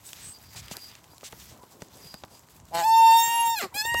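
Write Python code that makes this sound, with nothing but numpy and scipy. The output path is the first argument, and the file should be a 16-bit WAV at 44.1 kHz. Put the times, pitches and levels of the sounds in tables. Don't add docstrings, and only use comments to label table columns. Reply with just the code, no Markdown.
import sys
import numpy as np
from scipy import signal
from scipy.io import wavfile

SR = 44100
rng = np.random.default_rng(int(sys.argv[2]) if len(sys.argv) > 2 else 0)


def generate_wav(sig):
    pcm = np.round(np.clip(np.atleast_2d(sig).T, -1, 1) * 32767).astype(np.int16)
    wavfile.write(sys.argv[1], SR, pcm)


def level_to_linear(level):
    exponent = np.asarray(level, float) / 20
    return 10 ** exponent


N = 176400

# (frequency [Hz], density [dB per Hz])
HUM_SPECTRUM = [(25, -23.5), (80, -5), (320, -3), (500, -8), (950, -3.5), (2300, -27), (7800, -21),
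                (15900, -45.5)]
# (time [s], level [dB])
RUSTLE_LEVEL = [(0.0, -55.5), (.12, -50.5), (.3, -50.5), (.385, -57.5), (.43, -52.5), (.65, -51.5),
                (.85, -48), (.95, -59), (1.15, -61.5), (1.41, -49), (1.53, -54), (1.6, -62), (1.88, -59),
                (2.08, -50.5), (2.17, -60.5)]
# (frequency [Hz], density [dB per Hz])
RUSTLE_SPECTRUM = [(410, -26), (700, -9), (909, -10), (1440, -2), (4710, -0.5), (8160, -2), (9420, -2),
                   (12100, -3), (15900, -0.5)]
# (time [s], length [s], level [dB])
GUSTS = [
    (0.104, 0.21, -57.5),
    (0.386, 0.39, -53.5),
    (1.33, 0.23, -55.5),
    (1.853, 0.27, -59),
    (2.484, 0.49, -58.5),
    (3.718, .07, -53),
    (3.844, 0.32, -43),
    (3.941, 0.11, -45),
]
# (delay [s], level [dB])
WALL_ECHOES = [
    (.021, -27.5),
]
# (time [s], length [s], level [dB], centre
# [Hz])
SCUFFS = [(.045, 0.11, -48, 9700), (0.5554, 0.059, -42, 4850), (.708, 0.034, -39, 5300),
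          (1.235, 0.057, -42, 5000), (1.8, 0.098, -65.5, 6900), (1.5, 0.12, -55, 460),
          (0.87, 0.15, -57, 2500), (1.7, 0.063, -59, 8800), (.14, 0.17, -51, 3600), (.6, 0.19, -54.5, 1960),
          (1.39, 0.055, -51, 4600), (1.485, 0.059, -54.5, 4800), (1.8, 0.042, -56, 5500),
          (2.3, 0.097, -57, 6900), (2.49, 0.046, -60, 8000), (1.72, .2, -57, 290), (1.93, .16, -55.5, 420),
          (.725, 0.067, -50, 910), (2.3, 0.068, -57, 470), (3.745, 0.033, -44.5, 420),
          (3.62, 0.052, -39.5, 440), (.54, .06, -52.5, 900)]
# (time [s], length [s], level [dB],
# pitch [Hz])
HISSES_AND_PIPES = [(0.037, 0.049, -47.5, 8100), (0.185, 0.14, -43, 8220), (0.303, 0.075, -52, 4790),
                    (.33, .3, -58.5, 4810), (0.743, 0.16, -48.5, 4810), (1.959, 0.21, -50, 4860),
                    (2.291, 0.086, -59, 4840), (.5, 0.35, -59, 4850), (1.084, .06, -61, 4800),
                    (1.58, .07, -56, 1000), (1.86, 0.37, -62.5, 4810), (3.707, 0.033, -51, 1000),
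                    (3.704, 0.032, -60, 2000)]
# (time [s], peak [dB], pitch [Hz])
SNAPS = [(0.0909, -29.5, 3600), (0.132, -23, 3720), (0.683, -31, 3400), (0.7683, -22.5, 4800),
         (0.916, -38, 3600), (0.953, -33, 3020), (1.0424, -40.5, 3400), (.543, -42, 2800),
         (1.1813, -33.5, 4800), (1.2103, -36, 3600), (1.325, -29, 3870), (1.576, -44, 7500),
         (1.595, -49, 3500), (1.632, -42, 4500), (1.8208, -29, 2760), (1.861, -48.5, 7970),
         (2.142, -26.5, 4700), (2.2369, -31, 1850), (2.25, -39.5, 6000), (2.375, -47, 5940),
         (2.394, -37.5, 7870), (2.436, -48.5, 3200), (2.487, -46, 2200), (2.54, -51, 6000),
         (2.571, -52, 4200), (2.6, -44, 3000), (2.654, -40, 7800), (2.686, -43, 4200),
         (2.9794, -31.5, 11000), (3.162, -32.5, 5200), (3.266, -35, 5000), (3.475, -38, 13400),
         (3.797, -34, 3000), (3.943, -20, 5500)]
# (time [s], peak [dB], pitch [Hz])
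KNOCKS = [(0.711, -30.5, 176), (.24, -47, 453), (.77, -42, 352), (1.134, -43, 905), (3.475, -42, 260),
          (1.231, -33.5, 646), (1.327, -33.5, 192), (1.634, -38, 466), (1.819, -31, 175), (2.14, -32, 202),
          (2.236, -28.5, 640), (3.273, -35, 151), (3.34, -38.5, 704), (3.851, -31, 668),
          (3.944, -19, 599.5)]
# (time [s], slip rate [Hz], first partial [dB], second partial [dB], higher overtones [dB])
GRAB = [
    (2.695, 559, -95, -100, -100),
    (2.712, 620, -51, -80, -75),
    (2.728, 841, -42, -67, -60.5),
    (2.75, 833.6, -27.5, -44, -35.5),
    (2.8, 860, -27, -38.5, -35),
    (2.825, 819.6, -26.5, -42.5, -38),
]
# (time [s], slip rate [Hz], first partial [dB], second partial [dB], higher overtones [dB])
SQUEAL = [
    (2.86, 888.5, -20, -45.5, -32.5),
    (2.94, 903.3, -16, -45, -31),
    (3.055, 906.3, -13, -48, -30.5),
    (3.105, 902.6, -14, -37.5, -28),
    (3.165, 915.1, -15, -41.5, -27.5),
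    (3.265, 924.4, -27.5, -34.5, -26.5),
    (3.4, 932, -22.5, -43, -30),
    (3.47, 924.5, -22, -43.5, -30.5),
    (3.548, 914.3, -27.5, -44, -36),
]
# (time [s], slip rate [Hz], first partial [dB], second partial [dB], higher overtones [dB])
STALL = [
    (3.562, 847.4, -37.5, -46, -35),
    (3.588, 824.3, -46.5, -34, -27),
    (3.598, 718, -38.5, -39, -35),
    (3.614, 671.5, -37.5, -36, -32.5),
    (3.624, 407.7, -41, -42, -39),
    (3.645, 387.2, -35.5, -42, -41),
    (3.66, 371, -40, -45, -53),
    (3.682, 349.4, -60, -85, -62),
    (3.736, 769, -83, -90, -75),
]
# (time [s], slip rate [Hz], first partial [dB], second partial [dB], higher overtones [dB])
SECOND_PUSH = [
    (3.743, 781, -44, -55, -35.5),
    (3.766, 831, -39, -42, -29.5),
    (3.791, 845.6, -41.5, -34.5, -30),
    (3.818, 853, -41, -31.5, -30),
    (3.834, 881, -40.5, -49, -34.5),
    (3.862, 921.3, -33, -32, -32.5),
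    (3.921, 939, -33, -28, -36.5),
    (4.0, 934.4, -32.5, -27, -30.5),
]
# (time [s], share [0-1])
JUDDER_SHARE = [
    (2.8, 0.95),
    (2.825, 0.43),
    (2.85, 0.0),
    (3.585, 0.01),
    (3.612, 0.15),
    (3.63, 0.39),
    (3.7, 0.4),
    (3.75, 0.02),
]
# (time [s], level [dB])
HALF_SLIP_LEVEL = [
    (2.88, -110),
    (2.97, -55),
    (3.3, -45.5),
    (3.48, -47),
    (3.56, -110),
]
HALF_SLIP_LINES = [-16, -7.5, -2, 1.5, -12]
# (frequency [Hz], level [dB])
OVERTONE_SPECTRUM = [(1700, -3), (2800, -5), (5500, -11), (8000, -9.5), (9700, -16.5), (12000, -14),
                     (15500, -14.5)]
# (frequency [Hz], width [Hz],
# gain [dB])
FRAME_AND_TUB_MODES = [(1183, 150, 17), (2016, 63, 15), (2500, 64, 9), (2729, 23.7, 10), (2780, 24, -5),
                       (2798, 32, 8), (3667, 39, 12), (4218, 120, 11.5), (3575, 49, -12), (4505, 31, 8),
                       (4663, 80, -9.5), (5087, 60, 15.5), (5430, 74, 9), (5500, 26, 8.5),
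                       (6335, 37, -8), (6490, 390, -1), (6830, 54, 8.5), (7240, 51, 4.5), (7385, 62, 8.5),
             (8140, 60, 2), (8460, 44, 8.5), (11000, 45, 5), (11180, 50, 8.5), (11890, 106, 10),
             (12030, 100, 9.5), (13900, 60, 9), (14700, 90, 13.5), (15370, 60, 8)]
# (frequency [Hz], width [Hz], level [dB])
SCRAPE_MODES = [
    (2000, 90, -9),
    (3010, 160, -7),
    (4250, 130, -6.5),
]


def rms_one(x):
    return x / np.sqrt(np.mean(x ** 2) + 1e-20)


def in_time(rows):
    s, *columns = np.transpose(rows)
    return [np.interp(np.arange(N) / SR, s, c) for c in columns]


def at_hz(points, hz):
    table_hz, db = np.transpose(points)
    return np.interp(np.log(hz), np.log(table_hz), db)


def drift(rate):
    r = np.exp(-80 * np.pi * rate / SR)
    noise = rng.standard_normal(N // 40 + 2002)
    slow = signal.lfilter([1], [1, -2 * r, r * r], noise)[2000:]
    return np.interp(np.arange(N) / 40, np.arange(len(slow)), rms_one(slow))


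def band(x, low_hz, high_hz):
    edges = [low_hz, min(high_hz, .47 * SR)]
    return signal.sosfilt(signal.butter(2, edges, "band", fs=SR, output="sos"), x)


def ring(x, hz, t60):
    r = level_to_linear(-60 / (t60 * SR))
    w = 2 * np.pi * hz / SR
    return signal.lfilter([0, np.sin(w)], [1, -2 * r * np.cos(w), r * r], x)


def add(out, s, x):
    i = int(s * SR)
    out[i:i + len(x)] += x[:N - i]


def swell(length_s, attack):
    u = np.linspace(0, 1, int(length_s * SR))
    return np.minimum(u / attack, 1) * np.sqrt(np.clip((1 - u) / .5, 0, 1))


def banded_noise(spectrum, patchy_db, grain_db):
    out, together = 0, drift(14)
    edges = 25 * 2 ** np.arange(0, 9.6, .5)
    white = rng.standard_normal((2, N)) * level_to_linear(grain_db * drift(150))
    for k, (low, high) in enumerate(zip(edges, edges[1:])):
        flicker_db = patchy_db * (together + drift(16.6))
        gain = level_to_linear(at_hz(spectrum, np.sqrt(low * high)) + flicker_db)
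        out = out + gain * band(white[k % 2], low, high)
    return rms_one(out)


def garden():
    hum_db, wind_db, lumps_db = -60, -62.5, 3.0
    stir_db, = in_time(RUSTLE_LEVEL + [(2.9, -61.5)])
    rustle = level_to_linear(stir_db) * banded_noise(RUSTLE_SPECTRUM, patchy_db=1.8, grain_db=2.0)
    hum = level_to_linear(hum_db) * banded_noise(HUM_SPECTRUM, patchy_db=-1.0, grain_db=1.1)
    wind = rms_one(band(rng.standard_normal(N), 54.6, 144.4) * level_to_linear(lumps_db * drift(17.4)))
    gusts = np.full(N, level_to_linear(wind_db))
    for s, length, db in GUSTS:
        add(gusts, s, level_to_linear(db) * swell(length, attack=0.45))
    return rustle + hum + gusts * wind


def stalk_ticks():
    ticks_per_s, tick_db = 20, -54.5
    strength = level_to_linear(tick_db + 5.0 * np.minimum(rng.exponential(1, N), 3))
    born = (rng.random(N) < ticks_per_s / SR) * strength
    dealt = rng.integers(0, 6, N)
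    pitches = np.geomspace(2000, 9000, 6)
    return sum(ring(born * (dealt == k) + 1e-18, hz, 0.0021) for k, hz in enumerate(pitches))


def hisses_and_pipes():
    out = np.zeros(N)
    for s, length, db, hz in HISSES_AND_PIPES:
        width_hz = 300 if hz > 6000 else 67
        shape = np.hanning(int(1.3 * length * SR))
        tone = ring(rng.standard_normal(SR), hz, 2.0 / width_hz)[-len(shape):]
        add(out, s, level_to_linear(db) * shape * rms_one(tone))
    return out


def scuffs():
    out = np.zeros(N)
    for s, length, db, hz in SCUFFS:
        shape = swell(length, attack=0.15)
        noise = rng.standard_normal(SR // 4)[:len(shape)]
        brush = band(noise, hz / 2.34, hz * 1.84)
        airy_top = .5 * band(noise, 14000, 16000) * (hz > 4000)
        add(out, s, level_to_linear(db) * shape * rms_one(brush + airy_top))
    return out


def snaps():
    out, t = np.zeros(N), np.arange(SR // 20) / SR
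    crack_db, gain_db = 3.5, 2.5
    for s, db, hz in SNAPS:
        crack = (.2 * rng.standard_normal(len(t)) + (t == 0)) * np.exp(-t / 0.00097)
        tone = rms_one(ring(crack, hz, 0.002))
        snap = tone + level_to_linear(crack_db) * rms_one(band(crack, 0.57 * hz, 2.52 * hz))
        add(out, s, level_to_linear(db + gain_db) * snap / abs(snap).max())
    return out


def knocks():
    out, t = np.zeros(N), np.arange(SR // 20) / SR
    ring_cycles, puff_db, puff_s = 6.6, -0.5, 0.0025
    for s, db, hz in KNOCKS:
        puff = band(rng.standard_normal(len(t)) * t * np.exp(-t / puff_s), 148, 1040)
        bump = np.exp(-((t * hz - .55) / 0.15) ** 2)
        knock = rms_one(ring(bump, hz, ring_cycles / hz)) + level_to_linear(puff_db) * rms_one(puff)
        add(out, s, level_to_linear(db) * knock / abs(knock).max())
    return out


def frame_overtones(hz, slip_hz, phase):
    over = 0
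    ripple_db = 3 * rng.standard_normal(1000)
    for k in range(3, 36):
        f = k * slip_hz[::16]
        lift = 1
        for mode_hz, width, db in FRAME_AND_TUB_MODES:
            lift = lift + (level_to_linear(db) - 1) / (1 + (2 * (f - mode_hz) / width) ** 2)
        small_db = np.interp(k * hz[::16] / 29.88, np.arange(len(ripple_db)), ripple_db)
        gain = abs(lift) * level_to_linear(at_hz(OVERTONE_SPECTRUM, f) + small_db) * (f < 15850)
        shimmer = level_to_linear(4.6 * min(k / 9, 1) * drift(22))
        gain = np.repeat(gain, 16)[:N] * shimmer
        over = over + gain * np.sin(k * phase + rng.uniform(0, 2 * np.pi))
    return over


def scraping(judder):
    grit_db, judder_grit_db, roll_db = -20.5, -9, -31.5
    grit = band(rng.standard_normal(N), 930, 6900) + 0.44 * band(rng.standard_normal(N), 11200, 14000)
    grit = grit * (level_to_linear(grit_db) + judder * level_to_linear(judder_grit_db))
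    scrape = rng.standard_normal(N)
    rung = sum(level_to_linear(db) * rms_one(ring(scrape, hz, 2.2 / width)) for hz, width, db in SCRAPE_MODES)
    roll = level_to_linear(roll_db) * rms_one(band(rng.standard_normal(N), 200, 466))
    return grit + judder * rung + roll


def axle():
    judder_hz, swing_hz, depth, lead_rad, thud_db = 170.1, 137.5, 0.7, 2.1, -22.5
    hz, first_db, second_db, over_db = in_time(GRAB + SQUEAL + STALL + SECOND_PUSH)
    judder = np.clip(in_time(JUDDER_SHARE)[0], 0, 1)
    beat = 2 * np.pi * np.cumsum(judder_hz * (1 + .02 * drift(31))) / SR
    swing = judder * swing_hz * hz / 845 * np.cos(beat + lead_rad)
    slip_hz = hz + 1.2 * drift(38.5) + swing
    phase = 2 * np.pi * np.cumsum(slip_hz) / SR
    throb = (1 + judder * depth * np.cos(beat)) * level_to_linear(judder * drift(91))

    over = level_to_linear(-4) * frame_overtones(hz, slip_hz, phase) + scraping(judder)
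    thud = judder * level_to_linear(thud_db) * (np.sin(beat) + 1.34 * np.sin(2 * beat))
    first = level_to_linear(first_db) * (throb * np.sin(phase) + thud)
    second = level_to_linear(second_db) * throb * np.sin(2 * phase)
    half = sum(level_to_linear(db) * np.sin((k + .5) * phase + k) for k, db in enumerate(HALF_SLIP_LINES))
    half = level_to_linear(in_time(HALF_SLIP_LEVEL)[0]) * half
    return np.sqrt(2) * (first + second) + level_to_linear(over_db) * over * np.sqrt(abs(throb)) + half


def scene():
    background = garden()
    near = stalk_ticks() + hisses_and_pipes() + scuffs() + snaps() + knocks() + axle()
    out, dull = near + background, band(near, 153, 7600)
    for s, db in WALL_ECHOES:
        add(out, s, level_to_linear(db) * dull)
    return out[None]


def low_pass(x):
    return signal.sosfilt(signal.butter(12, 16040, fs=SR, output="sos"), x)


def record(dry):
    mix = band(dry, 45, 15200) - .5 * band(dry, 7870, 10210)
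    return low_pass(mix)


dry = scene()
out = record(dry)
generate_wav(out)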